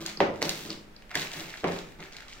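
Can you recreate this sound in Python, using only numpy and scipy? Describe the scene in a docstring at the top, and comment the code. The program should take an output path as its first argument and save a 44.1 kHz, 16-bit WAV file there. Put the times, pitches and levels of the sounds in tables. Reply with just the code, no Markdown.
"""Working dough in a bowl

A hand works crumbly dough in a large plastic bowl on a kitchen counter. The bowl knocks on the
counter, fingers tick against its wall and press the dough with soft thuds. Crumbs squash, crackle
and slide in showers of tiny clicks. A bare, quiet kitchen rings after every contact."""
import sys
import numpy as np
from scipy import signal
from scipy.fft import rfft, irfft, next_fast_len
from scipy.io import wavfile
from scipy.ndimage import uniform_filter1d

SR = 44100
rng = np.random.default_rng(int(sys.argv[2]) if len(sys.argv) > 2 else 0)


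def store_pcm(level_fs):
    """Save levels as 16-bit WAV."""
    pcm = np.round(np.clip(level_fs, -1, 1) * 32767).astype(np.int16)
    wavfile.write(sys.argv[1], SR, np.atleast_2d(pcm).T)


N = 105840

# A "colour" says how strong a sound is from bass to treble.
# Colours of the room air and the deep rumble: pitch_hz, level_db
AIR_COLOUR = [(20, -16), (130, -1), (400, -2.5), (1100, -10), (2000, -10), (5000, -21), (10000, -30.5)]
RUMBLE_COLOUR = [(15, 3.5), (35, 4), (60, -6), (300, -55)]
# Low ringing notes of the bowl, counter and kitchen: pitch_hz, level_db
LOW_NOTES = [(98, -6), (151, -1.5), (176, 1.5), (213, -6), (275, -10.5), (329, -7.5), (393, -3),
             (475, -9.5), (541, -7), (573, -4), (693, -15), (786, -17)]
# How long the echo takes to fade by 60 dB: pitch_hz, fade_s
ECHO_FADE = [(100, 0.87), (400, 0.62), (1500, 0.38), (4000, 0.32), (9000, 0.37), (16000, 0.34)]
# How alike the room sounds in both ears (1 is the same): pitch_hz, likeness
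EAR_LIKENESS = [(60, 0.71), (200, 0.82), (400, 0.76), (700, 0.082), (1500, 0), (4000, 0.11)]
# How the direct sound leans to one side: pitch_hz, right_minus_left_db
SIDE_BALANCE = [(800, 1), (1900, 2.5), (4000, 1.5), (8000, -7), (13000, 5.5)]

# The fingers rake and squeeze: start_s, length_s, squash_db, crackle_db, hiss_db
FINGER_STROKES = [(-.02, 0.025, -51.5, -41, -49.5), (0.05, 0.03, -42.5, -40.5, -52.5),
                  (0.324, .05, -56, -57, -65), (0.409, 0.11, -43, -44, -45.5),
                  (0.547, 0.11, -54.5, -50.5, -51), (0.691, 0.01, -46.5, -45.5, -60),
                  (0.928, 0.073, -73, -77, -78), (1.098, 0.016, -43.5, -53, -63),
                  (1.141, 0.084, -38.5, -40.5, -46), (1.305, 0.11, -45, -46, -49),
                  (1.456, 0.13, -50.5, -52, -60.5), (1.665, 0.11, -42.5, -47, -55),
                  (1.864, 0.037, -61, -63.5, -64), (1.986, 0.062, -50, -55, -61.5),
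                  (2.105, 0.13, -54.5, -59, -68), (2.272, 0.19, -59.5, -55.5, -65.5)]
# Colours of moist lumps, dry crumbs and sliding meal: pitch_hz, level_db
SQUASH_COLOUR = [(200, -79.5), (600, 7.5), (1150, 4), (1450, 7), (2200, 9), (3200, 0), (5000, -22),
                 (9000, -53)]
CRACKLE_COLOUR = [(1000, -69), (2500, 2), (3700, 6.5), (5200, 2.5), (7500, -2), (10000, -18), (16000, -55)]
HISS_COLOUR = [(3000, 2), (8500, -1.5), (10000, -5.5), (15300, 1.5)]
# The hand presses the dough, easing off halfway through the length: start_s, length_s, level_db
HAND_PRESSES = [(-.03, 0.07, -34.5), (0.166, 0.042, -41), (0.422, 0.084, -31), (0.644, 0.062, -41),
                (0.699, 0.039, -43), (1.148, 0.019, -33), (1.357, 0.19, -43), (1.627, 0.085, -30.5),
                (1.977, 0.048, -43)]
# Colour of the dough's soft thud: pitch_hz, level_db
THUD_COLOUR = [(40, -34), (90, -6.5), (170, -4.5), (400, 0.5), (700, -14), (1100, -12.5), (5000, -49.5)]
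# Fingers and hard crumbs hit the wall: start_s, level_db, pitch_hz, width_octaves, snap_db
WALL_TICKS = [(.0625, -5, 5000, .5, 2), (.1722, -12, 4750, .16, -26), (.2045, -26, 15000, .35, -8),
              (.4180, -4.5, 2150, .25, -6), (.4262, -1, 4300, .4, 1), (.4530, -10, 4000, .6, 1),
              (.4928, -.5, 5000, .9, 8), (.7025, -9, 4700, .18, -24), (.9635, -24, 4500, .25, -20),
              (1.022, -28, 2200, .5, -6), (1.094, -30, 2400, .6, -3), (1.1135, -17, 1600, .6, -5),
              (1.1445, -15, 2000, .4, -12), (1.1530, 1, 1850, .25, -3), (1.270, -16, 2200, .4, -14),
              (1.539, -14, 1700, .4, -18), (2.026, -20, 2400, .5, -18), (2.1665, -16.5, 3600, .8, -9),
              (2.184, -23, 1750, .35, -9), (2.204, -20, 1800, .4, -9), (2.222, -22.5, 1650, .35, -8),
              (2.328, -22, 2600, .8, -12)]
# Colour of the snap in each tick: pitch_hz, level_db
SNAP_COLOUR = [(900, -15), (2000, 6.5), (4500, 16.5), (7500, 5.5), (10000, -3), (15000, -1.5)]
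# The bowl hits the counter: start_s, level_db, treble_cutoff_hz, room_db
BOWL_KNOCKS = [(0.204, 1.5, 2750, 4), (.2050, 6.5, 1060, 2.5), (.4190, -6.5, 1170, 2.5),
               (0.4257, -3.5, 1500, -2.5), (1.636, -15.5, 920, 7), (1.6425, -3, 2180, 2.5),
               (1.6465, 0, 870, 2.5)]
# Colour of a knock before its treble is cut: pitch_hz, level_db
BOWL_COLOUR = [(40, -51), (90, -6.5), (170, -10.5), (330, 2), (650, 2), (1000, -0.5), (1350, -4.5),
               (2100, -1), (3000, -5.5), (6000, -7.5), (16000, -39)]

SIZE = 32768  # samples in one pulse or echo
# A FADE is the time to die away by 60 dB. A FALL is the time to drop to about a third.
ECHO_BUILD_S, LOW_NOTE_FADE_S = 0.00022, 0.44
LEFT_LEAD_S, LEAD_SCATTER_S = 0.00005, 0.00007  # the left ear hears a contact first
AIR_DB, RUMBLE_DB = -55, -55.5
BOWL_RING_HZ, BOWL_RING_DB, BOWL_RING_FADE_S = 212, -47, 4.1
POP_HZ, POP_SPREAD_OCTAVES, POP_FALL_CYCLES, POP_SPREAD_DB = 2170, 0.4, 4.5, 0.5
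STROKE_RISE_S, STROKE_FALL_S = 0.011, 0.032
PRESS_RISE_S, PRESS_FALL_S = 0.01, 0.035
TICK_RISE_S, TICK_FADE_S = 0.0007, 0.009
BOWL_FADE_S = 0.017


def amp(db):
    """Turn decibels into a number to multiply by."""
    return 10 ** (np.asarray(db) / 20)


def unit(x):
    """Scale a sound to an average power of 1."""
    return x / np.sqrt(np.mean(x ** 2) + 1e-20)


def along(points, hz):
    """Read a table at any pitch, sliding between its rows on a musical scale."""
    pitches, values = np.transpose(points)
    return np.interp(np.log(hz + 1), np.log(pitches + 1), values)


def filtered(x, response):
    """Multiply each frequency in a sound by response(hz)."""
    n = x.shape[-1]
    padded = next_fast_len(n + SIZE // 2)
    hz = np.fft.rfftfreq(padded, 1 / SR)
    return irfft(rfft(x, padded) * response(hz), padded)[..., :n]


def pulse(db_of_hz):
    """One click of energy 1 with the given colour."""
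    cepstrum = irfft(db_of_hz(np.fft.rfftfreq(SIZE, 1 / SR)) * np.log(10) / 20)
    cepstrum[1:SIZE // 2] *= 2  # these two lines pack the energy at the start
    cepstrum[SIZE // 2:] = 0
    click = irfft(np.exp(rfft(cepstrum)))
    return click / np.linalg.norm(click)


def evened(burst, width_hz=90):
    """Even out the colour of a noise burst and give it an energy of 1."""
    power = np.abs(uniform_filter1d(np.abs(rfft(burst)) ** 2, int(width_hz * SIZE / SR)))
    flat = signal.fftconvolve(burst, pulse(lambda hz: -10 * np.log10(power + 1e-12)))[:SIZE]
    return flat / np.linalg.norm(flat)


def add(out, start_s, x):
    """Mix x into out at the given time."""
    first = max(0, round(start_s * SR))
    out[:, first:first + x.shape[1]] += x[:, :N - first]


def swell(start_s, length_s, rise_s, fall_s):
    """A loudness curve that rises, then dies away once its length is over."""
    age = np.arange(N) / SR - start_s
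    return np.clip(age / rise_s, 0, 1) * np.exp(-np.maximum(age - length_s, 0) / fall_s)


def diffuse(pair):
    """Spread two noises between the ears: alike in the bass, different in the treble."""
    def shares(hz):
        angle = np.arccos(np.clip(along(EAR_LIKENESS, hz), -1, 1)) / 2
        return np.array([np.cos(angle), np.sin(angle)])
    middle, side = filtered(pair, shares)
    return np.array([middle + side, middle - side])


def background():
    """Quiet room air, a deep rumble and the bowl still ringing softly from an earlier knock, fading away."""
    def noise(colour):
        white = diffuse(rng.standard_normal((2, N)))
        return unit(filtered(white, lambda hz: amp(along(colour, hz))))
    t = np.arange(N) / SR
    bowl_ring = amp(BOWL_RING_DB - 60 * t / BOWL_RING_FADE_S) * np.sin(2 * np.pi * BOWL_RING_HZ * t)
    return amp(AIR_DB) * noise(AIR_COLOUR) + amp(RUMBLE_DB) * noise(RUMBLE_COLOUR) + bowl_ring


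def kitchen(x, room_db):
    """A sound reaches the ears directly, followed by the room's echo and low ringing notes."""
    t = np.arange(SIZE) / SR
    build = 1 - np.exp(-t / ECHO_BUILD_S)
    band_hz, age, bands = signal.stft(rng.standard_normal((2, SIZE)), SR, nperseg=256)
    fade = amp(-60 * age / along(ECHO_FADE, band_hz)[:, None])
    tails = signal.istft(bands * fade, SR)[1][:, :SIZE] * build
    notes = sum(amp(db - 7.5) * np.sin(2 * np.pi * (hz * t + rng.random())) for hz, db in LOW_NOTES)
    ring = notes * build * amp(-60 * t / LOW_NOTE_FADE_S) * 400 / SR
    echo = diffuse(np.array([evened(tail) for tail in tails])) + ring
    sides = np.array([[-0.5], [0.5]])  # left, right
    lead_s = LEFT_LEAD_S + LEAD_SCATTER_S * rng.uniform(-0.59, 1)  # its own place in the bowl
    direct = filtered(x, lambda hz: amp(sides * along(SIDE_BALANCE, hz))
                      * np.exp(-2j * np.pi * hz * lead_s * sides))
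    return direct + amp(room_db) * signal.fftconvolve(x[None], echo, axes=1)[:, :len(x)]


def grains(colour, per_s, spread_db):
    """A steady shower of tiny breaks, each a click of uneven size."""
    sizes = amp(spread_db * np.minimum(rng.exponential(size=N), 3)) * rng.choice([-1, 1], N)
    hits = sizes * (rng.random(N) < per_s / SR)
    click = pulse(lambda hz: along(colour, hz))
    return unit(signal.fftconvolve(hits, click)[:N])


def lump_pops(count):
    """Single lumps break, each with a short ping of its own pitch and size."""
    t = np.arange(SR // 80) / SR
    when, chance = rng.random((2, count, 1))
    hz = np.clip(POP_HZ * 2 ** (POP_SPREAD_OCTAVES * rng.standard_normal((count, 1))), 1200, 9000)
    sizes = amp(POP_SPREAD_DB * np.minimum(-np.log(1 - chance), 2))
    shape = np.exp(-hz * t / POP_FALL_CYCLES) * (1 - np.exp(-2 * hz * t))
    pings = sizes * shape * np.sin(2 * np.pi * hz * t)
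    places = (when * N).astype(int) + np.arange(len(t))
    return unit(np.bincount(places.ravel(), pings.ravel(), N)[:N])  # add each ping at its place


def crumb_rustle():
    """In each stroke moist lumps squash and break, dry crumbs crackle and fine meal slides."""
    squash, crackle, hiss = sum(
        amp(levels)[:, None] * swell(start_s, length_s, STROKE_RISE_S, STROKE_FALL_S)
        for start_s, length_s, *levels in FINGER_STROKES)
    out = kitchen(amp(-4.5) * squash * grains(SQUASH_COLOUR, per_s=370, spread_db=2), room_db=3.5)
    # The square root lets single lumps stand out in gentle strokes.
    out += kitchen(amp(-30.5) * np.sqrt(squash) * lump_pops(count=240), room_db=-6)
    out += kitchen(amp(0.27) * crackle * grains(CRACKLE_COLOUR, per_s=380, spread_db=5.5), room_db=-1)
    out += kitchen(amp(-3.5) * hiss * grains(HISS_COLOUR, per_s=2500, spread_db=9), room_db=3.5)
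    return out


def dough_presses():
    """Lumps of dough give way under the hand in dull, dense bumps."""
    force = sum(amp(db) * swell(start_s, length_s / 2, PRESS_RISE_S, PRESS_FALL_S)
                for start_s, length_s, db in HAND_PRESSES)
    bumps = grains(THUD_COLOUR, per_s=900, spread_db=-2)
    return amp(-5) * kitchen(force * bumps, room_db=-1.5)


def wall_ticks():
    """A finger or hard crumb hits the bowl's wall, which rings very briefly with a bright snap."""
    out, t = np.zeros((2, N)), np.arange(SIZE) / SR
    shape = amp(-60 * t / TICK_FADE_S) * (1 - np.exp(-t / TICK_RISE_S))
    for start_s, db, pitch_hz, octaves, snap_db in WALL_TICKS:
        wall = pulse(lambda hz: -20 * np.log10(1 + (np.log2((hz + 1) / pitch_hz) / octaves) ** 4))
        snap = amp(snap_db) * pulse(lambda hz: along(SNAP_COLOUR, hz))
        tick = np.zeros(SIZE)
        for part in (wall, snap):
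            burst = evened(shape * rng.standard_normal(SIZE))
            tick += signal.fftconvolve(burst, part)[:SIZE]
        add(out, start_s, amp(db) * kitchen(tick / np.linalg.norm(tick), room_db=-5))
    return out


def bowl_knocks():
    """The bowl hits the counter: a short push and a shudder, duller where dough cushions it."""
    out, t = np.zeros((2, N)), np.arange(SIZE) / SR
    for start_s, db, cutoff_hz, room_db in BOWL_KNOCKS:
        push = pulse(lambda hz: along(BOWL_COLOUR, hz) - 10 * np.log10(1 + (hz / cutoff_hz) ** 4))
        shudder = rng.standard_normal(SIZE) * amp(-60 * t / BOWL_FADE_S)
        contact = evened((t == 0) + shudder / np.linalg.norm(shudder))  # a spike plus the shudder
        knock = signal.fftconvolve(push, contact)[:SIZE]
        add(out, start_s, amp(db) * kitchen(knock, room_db))
    return out


def scene():
    """All the sounds of the bowl and dough over the quiet kitchen."""
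    return bowl_knocks() + wall_ticks() + dough_presses() + crumb_rustle() + background()


def record(dry, top_hz=15900):
    """Cut away the very highest treble."""
    return filtered(dry, lambda hz: 1 / (1 + (hz / top_hz) ** 120))


dry = scene()
out = record(dry)
store_pcm(out)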